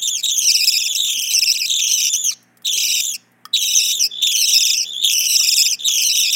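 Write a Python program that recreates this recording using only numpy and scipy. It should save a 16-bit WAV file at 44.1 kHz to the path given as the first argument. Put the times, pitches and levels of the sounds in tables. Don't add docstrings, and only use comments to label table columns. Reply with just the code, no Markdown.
import sys
import numpy as np
from scipy import signal
from scipy.fft import rfft, irfft, next_fast_len
from scipy.io import wavfile
from scipy.ndimage import uniform_filter1d, minimum_filter1d

SR = 44100
rng = np.random.default_rng(int(sys.argv[2]) if len(sys.argv) > 2 else 0)


def wav_record(signal):
    frames = np.transpose(np.atleast_2d(signal))
    bounded = np.clip(frames, -1, 1)
    quanta = np.round(bounded * 32767).astype(np.int16)
    wavfile.write(sys.argv[1], SR, quanta)


N = 280035
TIME = np.arange(N) / SR


def undb(db):
    return np.exp(np.asarray(db) * (np.log(10) / 20))


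def unit(x):
    return x / np.sqrt(np.mean(x ** 2))


def colour(x, points):
    hz, db = np.transpose(points)
    size = next_fast_len(len(x) + 4096)
    bins_hz = np.arange(size // 2 + 1) * SR / size
    gain = undb(np.interp(np.log(bins_hz + 1), np.log(hz), db))
    return irfft(rfft(x, size) * gain, size)[:len(x)]


def wander(hz):
    lowpass = signal.butter(4, hz, fs=SR, output="sos")
    return unit(signal.sosfilt(lowpass, rng.standard_normal(N)))


def flutter(period_s, scatter, count=1500, order=4):
    length, depth = rng.standard_normal((count, 2)).T
    edges_s = np.cumsum(period_s * np.exp(.25 * length + .2 * depth))
    cycle = np.interp(TIME + edges_s[0], edges_s, np.arange(count))
    flick_depth = np.exp(scatter * np.clip(depth, -2, 1.5))[cycle.astype(int)]
    flicks = -flick_depth * np.abs(np.sin(np.pi * cycle)) ** order
    return unit(flicks - flicks.mean())


def open_share(start, end, fade_s):
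    return np.clip(np.minimum(TIME - start, end - TIME) / fade_s + .5, 0, 1)


def window(start, end, fade_s):
    return np.sin(open_share(start, end, fade_s) * np.pi / 2) ** 2


def sounding(table, fade_s):
    ramps = sum(open_share(row[0], row[1], fade_s) for row in table)
    return np.sin(np.minimum(ramps, 1) * np.pi / 2) ** 2


def held(table, lead_s):
    rows = np.array(table, float)
    latest = np.searchsorted(rows[:, 0] - lead_s, TIME) - 1
    return rows.T[:, np.maximum(latest, 0)]


def sag(age_s, half_s):
    return 1 / (1 + (age_s / half_s) ** 2)


def blend(voice, other, share):
    return [a + share * (b - a) for a, b in zip(voice, other)]


# f/Hz, rms level/dB
HUM_PARTIALS = [(120, -67), (180, -66.5), (240, -65.5), (300, -81.5), (420, -78), (483, -78), (760, -73)]
# f/Hz, relative density/dB
AIR_SPECTRUM = [(30, 9), (80, -10), (130, -4), (260, 6), (450, -2), (700, -1), (950, -3), (1300, -3),
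                (1800, 2.5), (2600, -8), (5000, -29), (9000, -18), (15000, -24.5)]


def background(air_db):
    hum = 0
    for hz, db in HUM_PARTIALS:
        hum = hum + np.sqrt(2) * undb(db) * np.sin(2 * np.pi * (hz * TIME + rng.random()))
    return hum + undb(air_db) * unit(colour(rng.standard_normal(N), AIR_SPECTRUM))


WHISTLE_SWELL_DB_PER_S, WHISTLE_UPPER_DB = 32.5, -3.5
WHISTLE_FLUTTER_HZ, SPUTTER_DB = 70, 4.5
# start t/s, end t/s, f/Hz, fundamental level/dB, octave level/dB (levels at mid-note)
WHISTLE_NOTES = [(-0.01, 0.02, 3280, -33.5, -30), (4.108, 4.22, 3430, -26.5, -46),
                 (4.85, 5.035, 3490, -24, -34), (5.792, 5.848, 3467, -25, -36.5)]


def whistles(fade_s):
    start, end, hz, low_db, octave_db = held(WHISTLE_NOTES, fade_s)
    swell_db = WHISTLE_SWELL_DB_PER_S * (np.clip(TIME, start, end) - (start + end) / 2)
    swell_db = swell_db + SPUTTER_DB * flutter(period_s=.014, scatter=.4)
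    octave_db = octave_db + swell_db
    upper_db = octave_db + WHISTLE_UPPER_DB
    voice = [hz, low_db + swell_db, octave_db, upper_db, np.full(N, WHISTLE_FLUTTER_HZ)]
    return sounding(WHISTLE_NOTES, fade_s), voice


FALL_FADE_DB, FALL_FADE_POWER = -8.5, 5.2
# start t/s, end t/s, top f/Hz, last f/Hz, lateness of the fall (power), fundamental level/dB,
# octave level/dB, upper overtones level/dB, flutter depth/Hz (before bursts)
FALLING_NOTES = [(0.02, 0.097, 3780, 2970, 1.72, -18.5, -15, -22, 115.1),
                 (0.097, 0.178, 3490, 3100, 2.34, -19, -14.5, -23.5, 40),
                 (0.178, 0.214, 2750, 2300, 1.2, -33.5, -24, -23.5, 141.4),
                 (0.885, 0.948, 3423, 3140, 1.5, -18, -18.5, -24, 89.64),
                 (2.095, 2.245, 3506, 3380, 4, -24, -14.5, -22, 60),
                 (2.245, 2.312, 3188, 2780, 3, -23.5, -12, -16.5, 107),
                 (2.312, 2.339, 2256, 1990, 0.997, -32, -22, -26, 258.6),
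                 (3.012, 3.143, 3453, 3240, 3, -24.5, -16.5, -17.5, 97.5),
                 (3.143, 3.166, 2900, 2450, 1.1, -30.5, -24, -21.5, 181.3),
                 (3.93, 4.02, 3600, 2860, 2.5, -19.5, -19.5, -21, 173),
                 (4.002, 4.074, 2878, 2532, 0.66, -28.5, -12.5, -20, 113.8),
                 (4.755, 4.85, 2850, 2404, 3, -28, -15.5, -26.5, 138),
                 (5.68, 5.754, 3080, 2400, 4.6, -24.5, -15, -22.5, 151)]


def falls(fade_s):
    start, end, top_hz, last_hz, power, low_db, octave_db, upper_db, flutter_hz = held(FALLING_NOTES, fade_s / 2)
    along = np.clip((TIME - start) / (end - start), 0, 1)
    fade_db = FALL_FADE_DB * along ** FALL_FADE_POWER
    hz = top_hz + (last_hz - top_hz) * along ** power
    voice = [hz, low_db + fade_db, octave_db + fade_db, upper_db + fade_db, flutter_hz]
    return sounding(FALLING_NOTES, fade_s), voice


SCOOP_RIM_HZ, SCOOP_SKEW = 377.7, 1.35
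SCOOP_LOW_DB, SCOOP_UPPER_DB = -23.5, -5.5
FLIP_S, FLIP_LOW_DB, FLIP_OCTAVE_DB, FLIP_UPPER_DB = 0.019, -23.5, -18.5, -21.5
YODEL_FLUTTER_HZ = 80.8
# start t/s, end t/s, lowest f/Hz, octave level/dB, f/Hz of the flip that follows
YODEL_SCOOPS = [(0.08, 0.096, 2825, -14.5, 3520), (0.376, 0.396, 2950, -8.5, 3100),
                (0.438, 0.468, 2850, -13, 2900), (0.47, 0.52, 2532, -8.5, 3100),
                (0.543, 0.57, 2520, -9, 2850), (0.594, 0.651, 2435, -13, 3800),
                (0.673, 0.70, 2460, -7, 3400), (0.726, 0.782, 2406, -14, 3300),
                (0.809, 0.833, 2460, -18.5, 3300), (0.857, 0.882, 2550, -17.5, 3464),
                (0.948, 0.964, 2580, -14.5, 3498), (1.337, 1.395, 2695, -11, 3986),
                (1.419, 1.443, 2570, -11, 3600), (1.461, 1.527, 2535, -12, 3950),
                (1.549, 1.577, 2520, -18, 3850), (1.6, 1.662, 2515, -18.5, 4018),
                (2.132, 2.162, 2900, -13, 3430), (3.75, 3.793, 2890, -9.5, 3040),
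                (3.795, 3.815, 2559, -11.5, 2830), (4.41, 4.458, 2597, -13, 3220),
                (4.525, 4.585, 2505, -9.5, 3300), (4.607, 4.634, 2560, -12.5, 3200),
                (4.66, 4.68, 2522, -15, 3231), (4.69, 4.714, 2510, -14, 3600),
                (4.735, 4.755, 2435, -14.5, 2698), (5.35, 5.371, 2520, -8.5, 3200),
                (5.393, 5.414, 2658, -9.5, 2984), (5.449, 5.469, 2396, -20, 2939),
                (5.476, 5.496, 2540, -8.5, 3310), (5.521, 5.543, 2500, -11.5, 3648),
                (5.577, 5.629, 2430, -10.5, 3566), (5.654, 5.678, 2500, -13.5, 3173),
                (6.085, 6.13, 2597, -15, 3080), (6.24, 6.305, 2430, -17.5, 3855)]


def yodel(voice, break_s):
    start, end, bottom_hz, octave_db, flip_hz = held(YODEL_SCOOPS, break_s / 2)
    along = np.clip((TIME - start) / (end - start), 0, 1)
    scoop_hz = bottom_hz + SCOOP_RIM_HZ * (2 * along ** SCOOP_SKEW - 1) ** 2
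    flip = [flip_hz, FLIP_LOW_DB, FLIP_OCTAVE_DB, FLIP_UPPER_DB, YODEL_FLUTTER_HZ]
    scoop = [scoop_hz, SCOOP_LOW_DB, octave_db, octave_db + SCOOP_UPPER_DB, YODEL_FLUTTER_HZ]
    voice = blend(voice, flip, window(end - break_s, end + FLIP_S, break_s))
    return blend(voice, scoop, window(start, end, break_s))


ATTACK_S, ATTACK_DB = 0.0062, -11
FLUTTER_FADE_S = 1.7
# start t/s, end t/s, first f/Hz, settled f/Hz, half-sag t/s, first fundamental level/dB,
# settled fundamental level/dB, octave level/dB, upper overtones level/dB, first flutter depth/Hz (before bursts)
BEG_CALLS = [(0.228, 0.885, 3682, 2516, 0.16, -16, -27, -16, -20, 197.4),
             (0.941, 1.688, 3570, 2770, .18, -15.5, -25.5, -21.5, -21, 203.6),
             (1.688, 2.095, 3700, 2744, .14, -13, -24.5, -16, -20.5, 197.3),
             (2.647, 3.012, 3660, 2677, 0.089, -13, -24, -17.5, -18.5, 242.3),
             (3.533, 3.93, 3880, 2800, .05, -6, -26, -18.5, -16.5, 185.3),
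             (4.218, 4.755, 3610, 2856, .08, -9.5, -20.5, -16, -15.5, 158.6),
             (5.033, 5.68, 3573, 2751, .085, -10, -24.5, -16, -14, 164.6),
             (5.842, 6.37, 3583, 2910, .07, -12.5, -20, -15, -15.5, 157.4)]


def begs(fade_s):
    (start, end, first_hz, settled_hz, half_s, first_db, settled_db,
     octave_db, upper_db, flutter_hz) = held(BEG_CALLS, fade_s / 2)
    age_s = np.maximum(TIME - start, 0)
    hz, low_db = blend([settled_hz, settled_db], [first_hz, first_db], sag(age_s, half_s))
    swell_db = ATTACK_DB * np.exp(-(age_s / ATTACK_S) ** 2)
    flutter_hz = flutter_hz * np.exp(-age_s / FLUTTER_FADE_S)
    voice = [hz, low_db + swell_db, octave_db + swell_db, upper_db + swell_db, flutter_hz]
    return sounding(BEG_CALLS, fade_s), voice


SIDE_TONE_HZ, SIDE_TONE_DEPTH, SIDE_TONE_DRIFT = 428, 0.26, 0.2


def side_tones():
    hz = SIDE_TONE_HZ * (1 + SIDE_TONE_DRIFT * wander(30))
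    depth = SIDE_TONE_DEPTH * (1 + np.tanh(wander(14.3)))
    return 1 + depth * np.sin(2 * np.pi * np.cumsum(hz) / SR)


def syrinx(hz, harmonic_db, rasp, shimmer_db, hiss_db):
    phase = 2 * np.pi * np.cumsum(hz * (1 + rasp * wander(650))) / SR
    throb = wander(220)
    tone = 0
    for k, db in enumerate(harmonic_db, 1):
        in_range = np.clip((SR / 2 - k * hz) / 2000, 0, 1)
        gain = np.sqrt(2) * in_range * undb(db + shimmer_db * (throb + wander(140)))
        tone = tone + gain * np.sin(k * phase)
    hiss = colour(rng.standard_normal(N), [(2000, -14), (4400, -21), (6500, -14), (9500, -1), (16000, 0)])
    return tone + undb(harmonic_db[2] + hiss_db + 3.1 * throb) * hiss


WAVER_HZ, WAVER_RATE_HZ = 61.8, 22
BURST_DB, BURST_RATE_HZ = 5.5, 24
BREAK_HZ, BREAK_PERIOD_S, BREAK_DB = 98.3, .04, 1
BRIGHTNESS_DB, BRIGHTNESS_RATE_HZ = 2, 18
BUZZ_DB, BUZZ_RATE_HZ = 1.5, 170
PULSE_DB = -1.5
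HISS_STRAIN_DB = 8.5
OVERTONE_DRIFT_DB, OVERTONE_DRIFT_RATE_HZ = 2.5, 16


def lead_voice(rasp_floor, rasp_per_hz):
    notes = [begs(fade_s=.012), falls(fade_s=.012), whistles(fade_s=0.014)]
    gate = sum(g for g, _ in notes)
    controls = sum((g + 1e-9) * np.array(voice) for g, voice in notes) / (gate + 3e-9)
    controls = uniform_filter1d(controls, size=130)
    hz, low_db, octave_db, upper_db, flutter_hz = yodel(controls, break_s=.007)

    strain = flutter_hz / np.mean(flutter_hz)
    crack = strain * flutter(BREAK_PERIOD_S, scatter=.4, order=24)
    flutter_hz = flutter_hz * undb(BURST_DB * np.tanh(wander(BURST_RATE_HZ)))
    flick = flutter(period_s=.0075, scatter=.5, order=5)
    swing_hz = flutter_hz * flick + BREAK_HZ * crack
    hz = hz + WAVER_HZ * wander(WAVER_RATE_HZ)
    room_hz = np.maximum(hz - 2250, 90)
    swing_hz = np.where(swing_hz < 0, room_hz * np.tanh(swing_hz / room_hz), swing_hz)

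    low_db = low_db + 3 * np.tanh(swing_hz / 300)
    pulse_db = PULSE_DB * np.tanh(flick)
    octave_db = octave_db - BREAK_DB * np.tanh(crack) + 0.21 * pulse_db
    upper_db = upper_db + pulse_db
    upper_db = upper_db + BRIGHTNESS_DB * wander(BRIGHTNESS_RATE_HZ)
    upper_db = upper_db + BUZZ_DB * wander(BUZZ_RATE_HZ)
    hiss_db = -8 + HISS_STRAIN_DB * np.tanh(strain - 1)
    rasp = rasp_floor + rasp_per_hz * flutter_hz
    levels_db = [low_db, octave_db]
    for db in (-1.5, -0.99, -.8, -.8):
        levels_db.append(upper_db + db + OVERTONE_DRIFT_DB * wander(OVERTONE_DRIFT_RATE_HZ))
    voice = syrinx(hz + swing_hz, levels_db, rasp, shimmer_db=2.0, hiss_db=hiss_db)
    return np.minimum(gate, 1) * side_tones() * voice


SECOND_SAG_S = 0.086
# start t/s, end t/s, first f/Hz, settled f/Hz, fundamental level/dB, overtones level/dB
SECOND_NOTES = [(0.42, 0.72, 4122, 3815, -27, -24), (0.72, 0.885, 3783, 3346, -24, -23),
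                (0.96, 1.14, 3818, 3437, -20.5, -18.5), (1.303, 1.338, 3950, 3928, -19, -14.5),
                (1.47, 1.525, 3950, 3690, -33, -24), (1.88, 2.09, 4213, 3503, -23.5, -21),
                (2.73, 2.86, 4050, 3650, -23.5, -20.5), (2.88, 3.012, 3930, 3445, -20, -18.5),
                (3.61, 3.94, 3840, 3700, -19, -21.5), (4.37, 4.75, 4295, 3567, -18.5, -19.5),
                (5.285, 5.68, 3995, 3540, -22.5, -16), (6.04, 6.37, 4166, 3536, -18.5, -24.5)]


def second_voice():
    start, end, first_hz, settled_hz, low_db, overtone_db = held(SECOND_NOTES, .01)
    hz = settled_hz + (first_hz - settled_hz) * sag(TIME - start, SECOND_SAG_S)
    hz = hz + 120 * flutter(period_s=.03, scatter=.4)
    hz = hz + 70 * flutter(period_s=.008, scatter=.5)
    levels_db = [low_db, overtone_db] + [overtone_db - 2.0] * 3
    voice = syrinx(hz, levels_db, rasp=.009, shimmer_db=2.0, hiss_db=-2.0)
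    return window(start, end, fade_s=.01) * voice


# f/Hz, level/dB
THROAT_RESPONSE = [(1200, -64.5), (1900, -28), (2450, -1.5), (3200, -5.5), (3800, -5.5), (4450, -7.5),
                   (4750, -8), (5050, -1.5), (5500, -3.5), (6100, -3), (6700, -7.5), (7600, -10.5),
                   (10300, -20.5), (12600, -16), (15500, -21)]


def throat(x):
    return colour(x, THROAT_RESPONSE)


# centre t/s, length t/s (1/e width), centre f/Hz, rms level/dB at the centre
FLOOR_SHUFFLES = [(0.893, .14, 730, -58), (1.185, 0.022, 230, -51.5), (2.206, 0.16, 417, -60.5),
                  (2.77, .05, 380, -54.5), (2.835, 0.1, 748, -60.5), (3.797, 0.039, 432, -52),
                  (4.015, 0.33, 408, -58), (4.907, 0.21, 478, -62.5), (5.316, 0.49, 489.4, -59),
                  (5.97, 0.39, 472, -59)]


def shuffling(flank_db):
    out = 0
    for s, length_s, hz, db in FLOOR_SHUFFLES:
        band = [(hz / 2, -flank_db), (hz, 0), (hz * 2, -flank_db), (hz * 10, -60)]
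        brush = unit(colour(rng.standard_normal(N), band))
        out = out + brush * undb(db) * np.exp(-(2 * (TIME - s) / length_s) ** 2)
    return out


# t/s, knock relative level/dB, tick relative level/dB
WOOD_TAPS = [(1.082, -43, -35), (2.316, -34, -29), (2.428, -65, -37), (2.572, -51, -32),
             (2.621, -48.5, -32), (3.318, -75, -42), (3.41, -73, -56), (3.454, -22.5, -24),
             (5.41, -30.5, -33.5), (5.89, -36, -42)]
# f/Hz, relative level/dB, t60/s
BOX_MODES = [(1220, -7.5, 0.055), (1275, 0.5, 0.064), (1477, -10, 0.03), (1814, -5.5, 0.049),
             (2320, -22.5, .04), (3290, 1, 0.019), (5030, 8.5, 0.0074), (5300, -12, 0.042)]


def taps(tick_t60_s):
    t = TIME[:SR // 4]
    ring = sum(undb(db - 60 * t / t60_s) * np.sin(2 * np.pi * hz * t) for hz, db, t60_s in BOX_MODES) / 2
    out = np.zeros(N + len(t))
    for s, knock_db, tick_db in WOOD_TAPS:
        tick = np.diff(rng.standard_normal(len(t) + 1)) * undb(-60 * t / tick_t60_s) / 4
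        start = int(s * SR)
        out[start:start + len(t)] += undb(knock_db) * ring + undb(tick_db) * tick
    return colour(out[:N], [(100, -27.5), (700, -23.5), (1150, -1.5)])


# delay t/ms, level/dB
WALL_ECHOES = [(.83, -19), (1.37, -34.5), (2.3, -28), (3.4, -13.5), (5.1, -27), (7.3, -21)]


def nest_box(x):
    return x + sum(undb(db) * np.interp(TIME - ms / 1000, TIME, x, left=0) for ms, db in WALL_ECHOES)


def room(x, t60_s, wet_db):
    t = TIME[:SR]
    tail = colour(rng.standard_normal(SR), [(1000, 5), (6500, -4.5), (8500, -14.0), (15000, -13)])
    tail = tail * undb(-60 * t / t60_s) * np.minimum(t / 0.016, 1)
    return x + undb(wet_db) * signal.fftconvolve(x, tail / np.linalg.norm(tail))[:N]


def scene():
    chicks = throat(lead_voice(rasp_floor=0.0043, rasp_per_hz=.00008) + second_voice())
    knocks = taps(tick_t60_s=0.045)
    heard = room(nest_box(chicks + knocks), t60_s=.38, wet_db=-26)
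    return (heard + shuffling(flank_db=28.5) + background(air_db=-58.5))[None]


TOP_HZ = 15850


def record(dry):
    x = signal.sosfilt(signal.butter(4, 85, "high", fs=SR, output="sos"), dry)
    headroom = .88 / np.maximum(np.abs(x), .88)
    x = x * uniform_filter1d(minimum_filter1d(headroom, size=300), size=300)
    return signal.sosfiltfilt(signal.ellip(10, .05, 50, TOP_HZ, fs=SR, output="sos"), x)


dry = scene()
out = record(dry)
wav_record(out)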